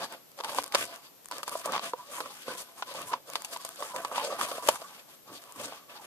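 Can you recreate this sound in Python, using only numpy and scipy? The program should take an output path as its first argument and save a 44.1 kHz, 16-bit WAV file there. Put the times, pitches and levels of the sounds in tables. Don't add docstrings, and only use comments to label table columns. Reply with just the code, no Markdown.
import sys
import numpy as np
from scipy import signal
from scipy.fft import rfft, irfft
from scipy.io import wavfile
from scipy.ndimage import uniform_filter1d

SR = 44100
rng = np.random.default_rng(int(sys.argv[2]) if len(sys.argv) > 2 else 0)


def master(y):
    cut = np.clip(np.atleast_2d(y).T, -1, 1)
    pcm = np.round(cut * 32767)
    wavfile.write(sys.argv[1], SR, pcm.astype(np.int16))


N = 267224
TIME = np.arange(N) / SR
HIT_TIME = np.arange(int(.12 * SR)) / SR

# f/Hz, relative level/dB
HISS_COLOUR = [(45, -16), (85, -17), (130, -1), (600, -1.5), (1900, -10.5), (4100, -10), (10500, -13),
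               (14400, -6.5)]
# f/Hz, left minus right/dB
HISS_TILT = [(2000, -0.5), (8000, 1), (14500, 6)]
# start t/s, end t/s, starting f/Hz
WHINE_SPELLS = [(0, .32, 11600), (.37, .96, 11580), (1.02, 1.57, 11560), (2.27, 2.9, 11610),
                (3.52, 5.43, 11620)]
# f/Hz, width/Hz, level/dB
TABLE_MODES = [(162, 170, -35), (343, 320, -10.5), (450, 93, -16)]
# f/Hz, width/Hz, level/dB
SHEET_MODES = [(547, 135, 6), (669.5, 40.4, 6), (878, 133, 8), (1000.4, 91, 10.5), (1111, 107, 9),
               (1506, 92, 0), (1693, 58, -4)]
# f/Hz, width/Hz, level/dB
BLADE_MODES = [(3220, 110, -5), (4280, 170, 6), (4726, 260, 16)]
# start t/s, end t/s
TIGHT_SPELLS = [(0, 1.67), (3.27, 3.67)]
# f/Hz, left level/dB, right level/dB
RASP_COLOUR = [(875, -58, -40), (1330, -36.5, 6.5), (2050, 1.5, 2.5), (3300, 5.5, -2), (4100, 2, -17),
               (4580, -0.5, 0.5), (6460, -3.5, -17), (9900, -27, -33)]
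# f/Hz, left level/dB, right level/dB
CRACKLE_COLOUR = [(3300, -83, -12.5), (6360, -7.5, -3), (9080, 1, -8), (14050, -8.5, -21.5),
                  (15000, -1, -3.5)]
# t/s, length/s, level/dB, rub f/Hz
EDGE_DRAGS = [(0.588, 0.012, -48, 297), (0.795, 0.067, -54, 110), (2.2, 0.064, -50, 517),
              (2.484, 0.047, -46.5, 500), (2.978, 0.088, -53.5, 174), (5.298, 0.033, -50.5, 316),
              (5.58, 0.071, -47.5, 297)]
# t/s, length/s, ring level/dB, rasp level/dB, crackle level/dB
CUT_STROKES = [(0.0, 0.044, -36, -44, -45.5), (.12, 0.024, -41, -49.5, -52), (.385, 0.016, -47.5, -56, -55),
               (.445, 0.037, -40.5, -49.5, -52), (.49, 0.11, -38.5, -44.5, -41),
               (.655, 0.017, -47, -53.5, -55), (.745, 0.015, -34, -46, -45),
               (.785, 0.04, -36.5, -39, -36.5), (.88, 0.079, -45.5, -52, -52.5),
               (1.035, 0.022, -55.5, -57.5, -61), (1.33, 0.061, -42.5, -48.5, -50),
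               (1.478, 0.0059, -42.5, -44.5, -47), (1.524, 0.0044, -42, -45, -39),
               (1.545, 0.07, -45.5, -50.5, -45), (1.652, 0.0021, -41, -45, -42),
               (1.675, 0.029, -32, -50, -53), (1.73, 0.03, -30, -36, -43.5),
               (1.83, 0.046, -37.5, -44, -42.5), (1.97, 0.14, -55, -59, -60),
               (2.12, 0.08, -45.5, -46.5, -41.5), (2.24, 0.19, -52.5, -51, -50.5),
               (2.475, 0.062, -41.5, -47.5, -46), (2.58, 0.036, -49.5, -48, -42.5),
               (2.65, 0.1, -58.5, -65, -60), (2.78, 0.035, -50, -57, -50), (2.87, 0.046, -45.5, -49, -49.5),
               (2.955, 0.075, -42.5, -47.5, -47), (3.08, 0.015, -52, -51, -41.5),
               (3.12, 0.023, -37.5, -48, -56), (3.285, 0.088, -45, -52.5, -49),
               (3.4, 0.12, -53.5, -56, -53), (3.51, 0.053, -55, -67, -63),
               (3.528, 0.0039, -42, -45.5, -38.5), (3.6, 0.23, -50, -54, -51.5),
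               (3.8, 0.11, -44, -48.5, -45.5), (3.95, 0.051, -36.5, -49.5, -48),
               (4.02, 0.24, -48, -57, -50), (4.115, 0.037, -42, -53, -58), (4.16, .11, -36.5, -41.5, -41.5),
               (4.3, 0.072, -38, -48, -49.5), (4.4, 0.04, -31, -36.5, -34.5), (4.47, 0.11, -40, -47, -41.5),
               (4.63, 0.062, -41, -48.5, -42), (4.67, 0.076, -39, -45, -39.5),
               (4.8, 0.043, -48.5, -55, -51.5), (4.88, 0.12, -54.5, -56, -56.5),
               (5.09, 0.05, -56, -60.5, -58), (5.28, 0.02, -51.5, -58.5, -66),
               (5.33, 0.048, -48, -54, -52.5), (5.42, 0.099, -52.5, -58.5, -57),
               (5.56, 0.015, -53, -54.5, -48.5), (5.6, 0.05, -45.5, -45, -43),
               (5.68, 0.083, -47.5, -50.5, -53), (5.79, 0.049, -57, -68, -78),
               (5.9, 0.071, -47.5, -52.5, -55.5), (6.02, 0.034, -45.5, -56.5, -52)]
# t/s, level/dB
FIBRE_TICKS = [(0.1242, -34.5), (0.317, -44.5), (0.379, -43), (0.548, -26.5), (0.563, -28.5),
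               (0.578, -28.5), (0.619, -32), (0.6254, -30), (0.6358, -27), (0.6407, -25), (0.662, -33),
               (0.679, -34.5), (0.853, -31.5), (0.96, -35), (1.246, -44), (1.2576, -35), (1.286, -38),
               (1.368, -33), (1.3824, -27.5), (1.494, -25.5), (1.516, -38), (1.7216, -23.5), (2.235, -45),
               (2.62, -34.5), (2.94, -35), (2.979, -44), (3.018, -28.5), (3.3005, -31), (3.335, -27),
               (3.4206, -29), (3.547, -45), (3.5718, -32), (3.6154, -38), (3.6903, -27.5), (3.759, -38),
               (3.833, -32), (4.49, -38), (4.675, -22), (4.799, -44), (5.439, -39), (5.523, -37.5)]
# t/s, level/dB
CUT_POPS = [(0.408, -25.5), (0.742, -19), (0.754, -11.5), (1.3222, -27), (1.7354, -20), (1.7404, -25),
            (1.746, -26), (1.7519, -20), (1.7626, -16), (1.769, -24), (1.779, -21), (1.7942, -21.5)]
# t/s, ring level/dB, free sheet's f/Hz, rasp level/dB, crackle level/dB
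SHEET_SNAPS = [(0.389, -33, 1060, -49, -51), (0.402, -25, 656, -45, -50), (0.4368, -28, 1020, -41, -47),
               (0.4453, -32, 1090, -37, -38), (0.4921, -25, 980, -41, -58), (0.5848, -13, 1005, -33.5, -36),
               (0.7227, -44, 1180, -40.5, -41), (0.7474, -12, 570, -23, -27.5),
               (0.7504, -18, 930, -53, -39), (1.3125, -26.5, 990, -42.5, -40.5),
               (1.431, -26.5, 970, -40.5, -36), (1.4783, -23.5, 1116, -46, -34),
               (1.5533, -20, 647, -49, -62), (1.6575, -22, 610, -43, -31.5), (1.934, -29.5, 1036, -51, -57),
               (1.9347, -18, 716, -63, -63), (2.2042, -20.5, 627, -35.5, -41),
               (2.259, -30.5, 870, -51, -64), (2.481, -23, 515, -45, -61), (2.8232, -20.5, 1420, -36, -63),
               (3.1321, -21.5, 1332, -38, -54), (3.1366, -16, 1016, -41, -57),
               (3.355, -20.5, 910, -30, -35), (3.447, -38, 1150, -39, -33), (3.562, -27, 914, -42, -52),
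               (3.649, -30, 505, -44, -33.5), (3.824, -23, 910, -43, -46),
               (3.9614, -28.5, 904, -39.5, -38.5), (4.048, -18.5, 884, -36.5, -42),
               (4.1151, -22, 710, -67, -63), (4.1587, -24.5, 980, -40, -53), (4.18, -16, 950, -34.5, -61),
               (4.211, -26, 990, -58, -52), (4.324, -28, 1240, -57, -61), (4.412, -19.5, 1133, -35, -43),
               (4.515, -25.5, 587, -39, -42), (4.5814, -26, 645, -63, -55),
               (4.687, -4.5, 1104, -21.5, -20.5), (4.7568, -28, 1180, -44, -37),
               (4.817, -30, 665, -50, -58), (5.7229, -30, 1070, -63, -68)]

RASP_ALIKE, CRACKLE_ALIKE = -0.59, 0.042
SWELL_DB_PER_S, SAG_DB_PER_S, FADE_DB_PER_S = 649, 12.5, 367
TICK_T60_S, POP_T60_S, CRACK_T60_S, SNAP_T60_AT_1KHZ_S = 0.0065, 0.0098, 0.028, 0.032
FOCUS_DB_PER_OCT = 12.5


def undb(db):
    return 10 ** (np.asarray(db) / 20)


def unit(x):
    return x / np.sqrt(np.mean(x ** 2))


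def ring(x, hz, width_hz):
    return signal.lfilter(*signal.iirpeak(hz, hz / width_hz, SR), x)


def steep_ring(x, hz, width_hz, widen=1):
    return ring(ring(x, hz, width_hz), hz, widen * width_hz)


def decay(t60):
    return np.exp(-np.log(1000) * HIT_TIME / t60)


def fading(kicks, t60):
    return signal.lfilter([1], [1, -np.exp(-np.log(1000) / (t60 * SR))], kicks)


def add_hit(track, start_s, hit):
    track[int(start_s * SR):][:len(hit)] += hit


def wander(rate, spread_db):
    steps = rng.standard_normal(int(N / SR * rate) + 2)
    return undb(spread_db * np.interp(TIME * rate, np.arange(len(steps)), steps))


def eq_curves(table, size):
    hz, *levels = np.transpose(table)
    grid = np.log(np.maximum(np.fft.rfftfreq(size, 1 / SR), 1))
    return np.array([np.interp(grid, np.log(hz), db) for db in levels])


def stereo_noise(envelope, colour, alike):
    size, lead = 1024, 32
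    log_gain = eq_curves(colour, size) * np.log(10) / 20
    cepstrum = irfft(log_gain.mean(axis=0))
    cepstrum[1:size // 2] *= 2
    cepstrum[size // 2 + 1:] = 0
    taps = np.roll(irfft(np.exp(log_gain + 1j * rfft(cepstrum).imag)), lead, axis=1)
    taps /= np.sqrt(np.mean(np.sum(taps ** 2, axis=1)) / 2)
    left, other = rng.standard_normal((2, N))
    pair = np.array([left, alike * left + np.sqrt(1 - alike ** 2) * other])
    return signal.oaconvolve(envelope * pair, taps, axes=1)[:, lead:N + lead]


def stroke_gains(rows, builds_db):
    power = np.zeros((len(builds_db), N))
    for start, length, *levels in rows:
        near = slice(max(int((start - .2) * SR), 0), int((start + length + .4) * SR))
        t = TIME[near] - start
        before, held, after = np.minimum(t, 0), np.clip(t, 0, length), np.maximum(t - length, 0)
        shape_db = SWELL_DB_PER_S * before - SAG_DB_PER_S * held - FADE_DB_PER_S * after
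        held_back_db = np.outer(builds_db, 1 - held / length)
        power[:, near] += undb(np.array(levels)[:, None] + shape_db - held_back_db) ** 2
    return np.sqrt(power)


def hiss(level_db=-53.5):
    colour, tilt = eq_curves(HISS_COLOUR, N)[0], eq_curves(HISS_TILT, N)[0]
    spectrum = rfft(rng.standard_normal((2, N))) * undb([colour + tilt / 2, colour - tilt / 2])
    return undb(level_db) * unit(irfft(spectrum, N))


def whine(level_db=-60, sag_hz=45):
    hz = sum(np.interp(TIME, [start, end], [f, f - sag_hz]) * ((TIME >= start) & (TIME < end))
             for start, end, f in WHINE_SPELLS)
    waver = unit(uniform_filter1d(rng.standard_normal(N), int(SR / 61)))
    tone = np.sin(2 * np.pi * np.cumsum(hz + 12 * waver) / SR)
    left = (hz > 0) * undb(level_db) * (1 + .25 * waver) * tone
    return np.array([left, np.zeros(N)])


def room(x, send_db=-18.5, t60=0.096):
    t = np.arange(int(.4 * SR)) / SR
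    tail = rng.standard_normal((2, len(t))) * np.exp(-np.log(1000) * t / t60) * (t > .003)
    tail /= np.sqrt(np.sum(tail ** 2, axis=1, keepdims=True))
    return undb(send_db) * signal.oaconvolve(ring(x, 1200, 12000)[None], tail, axes=1)[:, :N]


def table_top(push, ring_gain):
    wood = unit(sum(undb(db) * steep_ring(push, hz, width, 3) for hz, width, db in TABLE_MODES))
    hum = unit(steep_ring(push, hz=109.3, width_hz=17))
    sound = undb(-11) * wood * ring_gain
    for start, length, db, rub_hz in EDGE_DRAGS:
        rub = unit(steep_ring(push, rub_hz, width_hz=77))
        hum_share = 0.5 * min(314 / rub_hz, 1) ** 4
        gain = stroke_gains([(start, length, db)], builds_db=[0])[0]
        sound += gain * unit(wood + hum_share * hum + 0.62 * rub)
    return sound


def blade_song(envelope):
    tight = sum((TIME >= start) & (TIME < end) for start, end in TIGHT_SPELLS)
    scrape = envelope * undb(np.where(tight, -5, -10)) * rng.standard_normal((2, N))
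    return sum(undb(db) * wander(12, 3) * ring(scrape, hz, width) for hz, width, db in BLADE_MODES)


def crinkle(x):
    bands_hz = 1500 * 2 ** np.arange(0, 3, .75)
    return x + sum((wander(40, 3) - 1) * ring(x, hz, hz / 2) for hz in bands_hz)


def slips(rate, spread_db, most_db):
    happens = rng.random(N) < rate / SR
    return happens * undb(np.minimum(spread_db * rng.exponential(size=N), most_db))


def rustle():
    ring_gain, rasp_gain, crackle_gain = stroke_gains(CUT_STROKES, builds_db=[0, 1.5, 1.5])
    shower = slips(rate=500, spread_db=1, most_db=15)
    push = unit(shower * rng.choice([-1, 1], N)) + .5 * rng.standard_normal(N)
    sheet = unit(sum(undb(db) * wander(20, 5.46) * steep_ring(push, hz, width, 2)
                     for hz, width, db in SHEET_MODES))
    body = sheet * ring_gain + table_top(push, ring_gain)
    rumble = undb(-51) * ring_gain * unit(ring(push, hz=50, width_hz=60))
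    scratch = unit(fading(shower, t60=0.029))
    grit = unit(fading(slips(rate=200, spread_db=3, most_db=13), t60=0.0021))
    rasp_envelope = rasp_gain * unit(0.31 * grit + 0.56 * scratch + 1.35)
    crackle_envelope = crackle_gain * unit(0.5 * grit + 0.85 * scratch + 1)
    rasp = stereo_noise(rasp_envelope, RASP_COLOUR, RASP_ALIKE) + blade_song(rasp_envelope)
    crackle = stereo_noise(crackle_envelope, CRACKLE_COLOUR, CRACKLE_ALIKE)
    return body, crinkle(rasp + crackle), rumble


def ticks():
    kicks, crackle = np.zeros((2, N))
    for start, db in FIBRE_TICKS:
        add_hit(crackle, start, undb(db) * decay(TICK_T60_S))
        kicks[int(start * SR)] = undb(db + 9.5)
    body = sum(undb(db) * ring(kicks, hz, width) for hz, width, db in SHEET_MODES)
    return np.array([body, undb(-10.5) * crackle, crackle])


def pops(hz=1077):
    body, rasp = np.zeros((2, N))
    envelope = decay(POP_T60_S)
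    for start, db in CUT_POPS:
        add_hit(body, start, -undb(db) * envelope * np.sin(2 * np.pi * hz * HIT_TIME))
        add_hit(rasp, start, undb(db - 10) * envelope)
    return np.array([body, rasp, np.zeros(N)])


def snaps():
    mode_hz, _, mode_db = np.transpose(SHEET_MODES + TABLE_MODES)
    attack = 1 - np.exp(-HIT_TIME / .0005)
    crack = decay(CRACK_T60_S)
    burst = undb(-6) * decay(TICK_T60_S) + crack + 0.28 * decay(0.074)
    body, rasp, crackle = np.zeros((3, N))
    for start, db, pitch, rasp_db, crackle_db in SHEET_SNAPS:
        detune, emphasis = rng.standard_normal((2, len(mode_hz)))
        hz = mode_hz * (1 + 0.075 * detune)
        hz[np.argmin(abs(hz - pitch))] = pitch
        gains = undb(mode_db + 5.4 * emphasis - FOCUS_DB_PER_OCT * abs(np.log2(hz / pitch)))
        t60 = SNAP_T60_AT_1KHZ_S * (1000 / hz[:, None]) ** 0.65
        modes = np.sin(2 * np.pi * hz[:, None] * HIT_TIME) * decay(t60)
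        blow = (gains @ modes) * (1 + crack) * attack
        add_hit(body, start, undb(db) * blow / abs(blow).max())
        add_hit(rasp, start, undb(rasp_db) * burst)
        add_hit(crackle, start, undb(crackle_db) * burst)
    return np.array([body, rasp, crackle])


def paper_hits():
    body, rasp_envelope, crackle_envelope = snaps() + ticks() + pops()
    body = signal.sosfilt(signal.butter(2, 380, "high", fs=SR, output="sos"), body)
    rasp = stereo_noise(rasp_envelope, RASP_COLOUR, RASP_ALIKE)
    steel = blade_song(rasp_envelope + 0.18 * crackle_envelope)
    crackle = stereo_noise(crackle_envelope, CRACKLE_COLOUR, CRACKLE_ALIKE)
    return body, rasp + steel + crackle


def scene():
    rustle_body, rustle_treble, rumble = rustle()
    hit_body, hit_treble = paper_hits()
    shades = [signal.butter(3, [120, top_hz], "band", fs=SR, output="sos") for top_hz in (1400, 2200)]
    left, right = (signal.sosfilt(shade, rustle_body + hit_body) for shade in shades)
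    right = np.roll(right, 8)
    body = np.array([undb(-.6) * left, undb(.6) * right])
    close = body + rustle_treble + hit_treble + rumble
    return close + room(close[1]) + hiss() + whine()


def record(dry):
    dry = signal.sosfilt(signal.ellip(8, .3, 40, 14520, fs=SR, output="sos"), dry)
    return signal.sosfilt(signal.ellip(10, .2, 70, 15945, fs=SR, output="sos"), dry)


dry = scene()
out = record(dry)
master(out)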